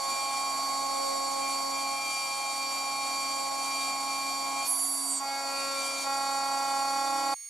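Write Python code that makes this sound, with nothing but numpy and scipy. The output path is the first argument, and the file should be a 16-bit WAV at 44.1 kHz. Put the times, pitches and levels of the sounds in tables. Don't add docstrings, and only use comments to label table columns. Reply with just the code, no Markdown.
import sys
import numpy as np
from scipy import signal
from scipy.fft import rfft, irfft, next_fast_len
from scipy.io import wavfile
from scipy.ndimage import uniform_filter1d

SR = 44100
rng = np.random.default_rng(int(sys.argv[2]) if len(sys.argv) > 2 else 0)


def pcm_store(signal):
    levels = np.round(np.clip(np.atleast_2d(signal), -1, 1) * 32767)
    wavfile.write(sys.argv[1], SR, levels.astype(np.int16).T)


N = 330309
TIME = np.arange(N) / SR
SPINDLE_HZ = 273.85
SLOT_END_S, TOUCH_S, WHINE_START_S = 4.66, 5.18, 7.3423


def amp(db):
    return 10 ** (np.asarray(db) / 20)


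def curves(rows):
    time_s, *columns = np.transpose(rows)
    return [np.interp(TIME, time_s, column) for column in columns]


def swell(at_s, length_s):
    return np.exp(-((TIME - at_s) / length_s) ** 2)


def span(start_s, attack_s, end_s, release_s):
    return np.clip((TIME - start_s) / attack_s, 0, 1) * np.clip(1 - (TIME - end_s) / release_s, 0, 1)


def drift(rate_hz):
    knots = rng.standard_normal(4096)
    return 1.16 * np.interp(TIME * 2 * rate_hz, np.arange(len(knots)), knots)


def cycle(turns):
    return (2 * np.pi * (turns - np.floor(turns))).astype(np.float32)


def tone(turns, waver=0., lead=None, start=None):
    angle = cycle(turns + (rng.random() if start is None else start))
    if lead is not None:
        angle = angle + np.float32([[lead / 2], [-lead / 2]])
    if not waver:
        return np.sqrt(2) * np.cos(angle)
    return (np.sqrt(2) + waver * drift(14)) * np.cos(angle) + waver * drift(14) * np.sin(angle)


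def pan(x, left_db):
    gains = amp([[left_db / 2], [-left_db / 2]])
    return x * (gains / gains.mean())


def resonate(x, hz, width_hz):
    angle = cycle(np.cumsum(hz * np.ones(len(x))) / SR)
    pole = np.exp(-np.pi * width_hz / SR)
    carriers = np.cos(angle), np.sin(angle)
    return 2 * sum(carrier * signal.lfilter([1 - pole], [1, -pole], x * carrier) for carrier in carriers)


# centre_hz, half_width_hz, gain_db
HOLLOWS = [(1730, 55, -3.5), (2593, 58, -9.5), (2980, 130, -4.5), (4110, 68, -5), (5010, 136, -10),
           (6110, 44, -4)]

def noise(spectrum, memory=0., edge_db=40, turn_hz=SPINDLE_HZ, shift_hz=0):
    hz, db = np.transpose(spectrum)
    size = next_fast_len(N, True)
    f = np.fft.rfftfreq(size, 1 / SR) + 1e-3
    octaves_outside = abs(np.log2(f / np.clip(f, hz[0], hz[-1])))
    hollows_db = sum(dip_db / (1 + ((f - dip_hz) / width) ** 2) for dip_hz, width, dip_db in HOLLOWS)
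    gain = amp(np.interp(np.log(f), np.log(hz), db) + hollows_db - edge_db * octaves_outside)
    comb = np.sqrt(1 - memory ** 2) / (1 - memory * np.exp(-2j * np.pi * (f - shift_hz) / turn_hz))
    return irfft(rfft(rng.standard_normal(size)) * gain * comb, size)[:N] * np.sqrt(SR / 2)


# time_s, speed_hz
SPEED = [(0, 273.7), (4.6, 273.8), (4.75, 274.4), (5.25, 274.4), (5.7, 273.8), (6.1, 274.05)]

def spindle_turns(hunt_hz=5.1, hunt=0.00022):
    hunting = 1 + hunt * np.sin(2 * np.pi * hunt_hz * TIME) + 0.0002 * drift(8)
    return np.cumsum(curves(SPEED)[0] * hunting) / SR


def feed_angle(feed_hz=1.9, peak_s=0.35):
    return 2 * np.pi * feed_hz * (TIME - peak_s)


SHAFT_ORDERS = [5, 6, 8, 14, 20, 21, 26, 28]
SHAFT_DB = [-61, -58, -53.5, -60, -52.5, -57, -50, -63.5]

def motor(turns, clear, load_db, flutter_hz=11.2):
    shaft = sum(amp(db) * tone(k * turns, waver=0.32, start=1 / 4 if k in KNOCK_ORDERS else None)
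                for k, db in zip(SHAFT_ORDERS, SHAFT_DB))
    level = amp(-44.5 - 11.0 * clear ** 2 + 0.42 * load_db - 1.2 * full_cut())
    flutter = 1 + 0.091 * tone(flutter_hz * TIME)
    whine = level * flutter * tone(16 * turns + 0.065 * drift(60), waver=0.19)
    return pan(shaft * amp(-1.5 - 6.9 * clear), left_db=6.0) + pan(whine, left_db=1.0)


# pitch_hz, level_db
DRIVE = [(4627, -40.5), (5452, -62.5), (5726, -52), (6551, -58.5), (7375, -51.5), (11451, -61)]
DRIVE_TOP = [(12550, -58.5)]

def drive_whistle(in_slot, echo=0.21):
    whistle = sum(amp(db) * tone(hz * TIME + 0.02 * drift(50), waver=0.17) for hz, db in DRIVE + DRIVE_TOP)
    interference = abs(1 - echo * in_slot * np.exp(1j * feed_angle()))
    return pan(whistle * interference, left_db=-2.0)


# pitch_hz, relative_db
FRAME_HUM = [(72, -85.5), (143.5, -67), (238, -76.5)]

def frame_hum(clear):
    hum = sum(amp(db) * tone(hz * TIME, waver=0.086) for hz, db in FRAME_HUM)
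    return pan(hum * amp(-2 - 15.4 * clear), left_db=-1.8)


def bearing_tone(pitch_hz=994.0, fade_db=4.5):
    level = amp(-53.5 + fade_db * np.tanh(1.2 * drift(3.5)))
    return pan(level * tone(pitch_hz * TIME, waver=0.35), left_db=6.0)


BEAT_HZ = 35.9

def bearing_beat(turns, clear):
    level = amp(-66.5) * (1 - clear) + amp(-51.5) * swell(7.27, 0.26)
    return pan(level * tone(turns + BEAT_HZ * TIME), left_db=-4.0)


# time_s, level_db
TURN_HUM = [(0.0, -64.5), (0.55, -51.5), (1.83, -49), (2.19, -60.5), (2.43, -64), (2.53, -56),
            (3.84, -50.5), (4.55, -49), (4.63, -56), (5.08, -46.5), (5.24, -52.5), (7.3, -49.5)]

def turn_hum(turns, in_slot):
    hum = amp(curves(TURN_HUM)[0]) * tone(turns, waver=0.12, lead=0.32)
    return pan(hum * in_slot, left_db=-0.5) + pan(hum * (1 - in_slot), left_db=-10)


# frequency_hz, density_db
FAN = [(25, -115.8), (60, -107.0), (120, -95), (180, -95.5), (230, -83), (400, -85.5), (580, -80.5),
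       (700, -68), (850, -73), (1000, -80), (1200, -76), (1750, -90.5), (2000, -83), (2600, -85.5)]

def fan(clear, rumble_hz=330):
    loaded = noise(FAN)
    unloaded = signal.sosfilt(signal.butter(1, rumble_hz, "high", fs=SR, output="sos"), noise(FAN))
    air = loaded * np.sqrt(1 - clear) + amp(-1.5) * unloaded * np.sqrt(clear)
    return air * amp(0.33 + .5 * drift(4.6))


# time_s, level_db
LOAD = [(0.0, -39), (0.1, -35.5), (0.15, -38.5), (0.73, -36), (1.94, -39), (2.01, -44), (3.19, -39.5),
        (4.55, -39.5)]
# time_s, relative_db
SECOND_ORDER = [(0.0, -44), (0.58, -53.5), (1.05, -38.5), (2.15, -49), (3.59, -46.5), (3.67, -51),
                (4.55, -47.5)]
# order; level_db, load_share, feed_swell_db, left_db, lead_rad
SLOT_ORDERS = [3, 4]
SLOT_TONES = [(-41.5, 0.13, 2.5, -2.5, .07), (-36, 0.87, -0.1, -3.5, 0.31)]

def side_cut(turns, in_slot, load_db, graze=.25):
    feed = np.cos(feed_angle())
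    second = amp(curves(SECOND_ORDER)[0] + 2) * tone(2 * turns, waver=0.26, lead=2.39)
    shake = pan(second, left_db=-2.5)
    for k, (db, load_share, swell_db, left_db, lead) in zip(SLOT_ORDERS, SLOT_TONES):
        level = amp(db + load_share * load_db + swell_db * feed)
        shake += pan(level * tone(k * turns, waver=0.053, lead=lead), left_db)
    sizzle = amp(-54 + 2.0 * load_db) * tone(28 * turns, waver=0.55)
    grazing = graze * span(SLOT_END_S - .05, .05, SLOT_END_S, 0.46)
    return np.maximum(in_slot, grazing) * shake + in_slot * pan(sizzle, left_db=-6)


# start_s, attack_s, end_s, release_s, level_db
CHATTER_BURSTS = [(.085, .03, .4, .4, -44), (1.36, .08, 1.48, .24, -43.5), (1.62, .16, 3.38, .22, -43.3),
                  (1.9, .08, 2.2, 1.4, -40.5), (3.48, .12, 3.8, .5, -42), (4.03, .07, 4.15, .7, -41.5),
                  (4.38, .23, 4.645, .04, -40.5), (5.47, .1, 5.62, .25, -51), (5.71, .08, 6.03, .04, -42)]

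def chatter_strength(in_slot, idle_db=-53, tremble_db=.85, tremble_hz=10):
    bursts = np.max([amp(db) * span(*timing) for *timing, db in CHATTER_BURSTS], axis=0)
    return np.maximum(bursts, amp(idle_db) * in_slot) * amp(tremble_db * drift(tremble_hz))


SIDEBANDS = [-4, -1, 0, 1, 2, 3]
SIDEBAND_DB = [-14, -21, 1.5, -19, -22, -11.5]
CHATTER_HZ = 2381

def chatter(turns, strength, in_slot, rise_hz=50, wander_hz=3):
    leaving_wall = swell(SLOT_END_S + 0.016, 0.0392)
    ring_cycles = np.cumsum(CHATTER_HZ + rise_hz * leaving_wall + wander_hz * drift(25)) / SR
    chopped = in_slot + 0.83 * (1 - in_slot)
    lines = sum(amp(db) * tone(ring_cycles + k * turns, waver=0.25) * (chopped if k else 1)
                for k, db in zip(SIDEBANDS, SIDEBAND_DB))
    return pan(strength * lines, left_db=4.5)


# frequency_hz, relative_density_db
CHIP_HISS = [(2600, -87.5), (3200, -83), (3850, -80.5), (4900, -78.5), (5600, -82), (6150, -81),
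             (7200, -80), (8400, -82.5), (9500, -81.5), (11000, -89.5), (12200, -94.5), (13700, -100),
             (15300, -112.9)]

def chips(turns, strength, clear, load_db, in_slot, stroke_memory=.9):
    pulses = 1 + 0.13 * tone(turns) + 0.093 * tone(2 * turns) + 0.077 * drift(130)
    bright = [(hz, db + 3.1 * np.clip(np.log2(hz / 4500), 0, 1)) for hz, db in CHIP_HISS]
    loose = amp(-2.5 - 1.9 * clear) * noise(bright, memory=0.31)
    repeating = amp(-4.0) * noise(bright, stroke_memory)
    grind = strength * amp(37 + 4 * (1 - in_slot)) * noise(bright, stroke_memory, shift_hz=CHATTER_HZ)
    steady = amp(-0.04 - 2.2 * clear + 0.23 * load_db - 0.2 * full_cut())
    exit_scrape = 0.96 * swell(4.672, 0.015)
    hiss = (loose + repeating) * (steady + exit_scrape) + grind
    rasp = noise([(1950, -89.5), (2450, -92)]) * (1 - clear) * (1 - full_cut())
    return pan(hiss * pulses * amp(0.67 * drift(14)) + rasp, left_db=-3.0)


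def workshop(clear):
    diffuse = amp(-6.0) * fan(clear) + amp(-11.5) * noise(CHIP_HISS, memory=0.32)
    return np.array([[1], [-1]]) * diffuse


# pitch_hz, width_hz, gain_db
METAL_MODES = [(7200, 290, 8), (8080, 210, 2), (9240, 900, 2), (10900, 820, 1)]
# frequency_hz, density_db
SQUEAL_HISS = [(7000, -82), (11800, -81), (13400, -83), (14500, -99)]
# order; start_s, attack_s, end_s, release_s, level_db
LOCK_ORDERS = [42, 39, 40, 30, 26, 28]
LOCKS = [(4.645, .03, 4.7, .08, -38), (4.675, .025, 4.79, .31, -33), (4.68, .04, 4.98, .08, -41),
         (4.94, .18, 5.187, .016, -36), (5.07, .09, 5.188, .016, -35.5), (5.02, .1, 5.185, .016, -42)]

def squeal(turns, start_s=4.645, end_s=5.187, turn_hz=274.2, spread_hz=2600):
    age_s = np.clip(TIME - start_s, 0, 1)
    drop = np.exp(np.minimum(TIME - end_s, 0) / .07)
    centre_hz = 10550 - 600 * age_s - 2900 * drop + 1400 * swell(start_s, 0.071)
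    fade_db = -13 * age_s + 2.5 * swell(5.12, 0.056)
    scrape = noise([(6800, 4), (11800, -3.0), (13500, -11)], memory=0.924, edge_db=44, turn_hz=turn_hz)
    scrape *= 1 + 0.17 * tone(turns)
    rub = resonate(resonate(scrape, centre_hz, spread_hz), centre_hz, spread_hz)
    rub += amp(-24) * (1 - drop) * scrape
    ring = amp(-8) * rub + sum(amp(db) * resonate(rub, hz, width) for hz, width, db in METAL_MODES)
    ring /= np.sqrt(uniform_filter1d(ring ** 2, size=500))
    hiss = noise(SQUEAL_HISS, memory=0.75, turn_hz=turn_hz) * (1 - drop)
    locked = sum(amp(db) * span(*timing) * tone(k * turns, waver=0.27)
                 for k, (*timing, db) in zip(LOCK_ORDERS, LOCKS))
    rubbing = amp(fade_db) * (amp(-30) * ring + hiss) + locked
    return pan(rubbing * span(start_s, 0.043, end_s, 0.023), left_db=-5)


def free_spindle(turns):
    return amp(-47.5) * span(SLOT_END_S, 0.041, TOUCH_S, 0.039) * tone(4 * turns, waver=0.17)


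# start_s, attack_s, end_s, release_s, knock_db, order_2_db, order_3_db, order_4_db
PLUNGE_STAGES = [(5.195, 0.015, 5.23, 0.032, -55, -65, -44, -39),
                 (5.2, 0.057, 5.33, 0.3, -46, -51.5, -36, -56),
                 (5.3, 0.35, 5.766, 0.43, -41, -42.5, -50.5, -40.5),
                 (6.035, 0.039, 7.51, .05, -41, -48, -34, -39.5)]
# left_db, lead_rad
PLUNGE_PLACES = [(7, 0.52), (-3, .2), (-4, 0.59)]
KNOCK_ORDERS = [5, 6, 7, 8, 9, 10, 11, 13, 14]
KNOCK_DB = [-0.5, -12.5, -10.5, -15, -7.5, -28, -21, -16.5, -22.5]
THROB_ORDERS = [2, 4, 5, 6]

def plunge(turns, deepen_db_per_s=2.5, throb_depth=.25, yield_width_hz=600):
    levels, knock_level = 0, 0
    for start, attack, end, release, knock_db, *order_db in PLUNGE_STAGES:
        envelope = span(start, attack, end, release)
        levels += amp(order_db)[:, None] * envelope * amp(deepen_db_per_s * (TIME - start))
        knock_level += amp(knock_db) * envelope
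    beat = throb_depth * full_cut() * tone(BEAT_HZ * TIME)
    chattering = span(*CHATTER_BURSTS[-1][:4])

    def throb(k):
        give_way = 0.98 * chattering * np.exp(-((k * SPINDLE_HZ - CHATTER_HZ) / yield_width_hz) ** 2)
        return (1 + beat * (k in THROB_ORDERS)) * (1 - give_way)

    shake = sum(pan(level * throb(k) * tone(k * turns, waver=0.096, lead=lead), left_db)
                for k, (level, (left_db, lead)) in enumerate(zip(levels, PLUNGE_PLACES), 2))
    knock = sum(amp(db) * throb(k) * np.cos(cycle(k * turns)) for k, db in zip(KNOCK_ORDERS, KNOCK_DB))
    return shake + pan(-np.sqrt(2) * knock_level * knock, left_db=1.0)


def full_cut():
    return span(*PLUNGE_STAGES[-1][:4])


# order; peak_s, length_s, level_db
TIP_ORDERS = [8, 6, 9, 10]
TIP_RINGS = [(5.34, 0.084, -43), (5.36, 0.057, -49), (5.58, 0.072, -46), (5.63, 0.12, -51.5)]

def tip_rings(turns):
    rings = -sum(amp(db) * swell(peak_s, length_s) * np.cos(cycle(k * turns))
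                 for k, (peak_s, length_s, db) in zip(TIP_ORDERS, TIP_RINGS))
    return pan(rings, left_db=1.0)


WHINE_DB = [-63, -58, -44.5, -49.5, -55.5, -69, -65]
# pitch_hz, level_db
WHINE_HUM = [(580, -86), (1155, -78)]
# frequency_hz, relative_density_db
WHINE_HISS = [(500, -131), (2300, -96), (3400, -103), (6200, -94), (15500, -108)]

def thin_whine(turns, flutter_hz=290):
    lines = sum(amp(db) * tone(8 * k * turns, waver=0.072) for k, db in enumerate(WHINE_DB, 1))
    hum = sum(amp(db) * tone(hz * TIME) for hz, db in WHINE_HUM)
    flutter = 1 + 0.072 * tone(flutter_hz * TIME)
    return pan((lines + hum) * flutter + amp(3.0) * noise(WHINE_HISS), left_db=-3.5)


def scene(usual_load_db=-38.5):
    turns = spindle_turns()
    in_slot = np.clip((SLOT_END_S - TIME) / 0.063 + .5, 0, 1)
    clear = span(SLOT_END_S, 0.019, TOUCH_S, 0.41)
    load_db = (curves(LOAD)[0] - usual_load_db) * in_slot
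    strength = chatter_strength(in_slot)
    milling = side_cut(turns, in_slot, load_db) + plunge(turns) + tip_rings(turns)
    milling += turn_hum(turns, in_slot) + free_spindle(turns) + bearing_beat(turns, clear)
    milling += motor(turns, clear, load_db) + drive_whistle(in_slot) + frame_hum(clear) + bearing_tone()
    milling += chatter(turns, strength, in_slot) + chips(turns, strength, clear, load_db, in_slot)
    milling += squeal(turns)
    milling += (pan(fan(clear), left_db=-2.0) + workshop(clear)) * amp(0.43 * load_db)
    whine_share = .5 + .5 * np.tanh((TIME - WHINE_START_S) / .0008)
    return (1 - whine_share) * milling + whine_share * thin_whine(turns)


def record(dry, edge_hz=15500):
    lowpass = signal.firwin(511, edge_hz, window=("kaiser", 9), fs=SR)
    return signal.oaconvolve(dry, lowpass[None], "same")


dry = scene()
out = record(dry)
pcm_store(out)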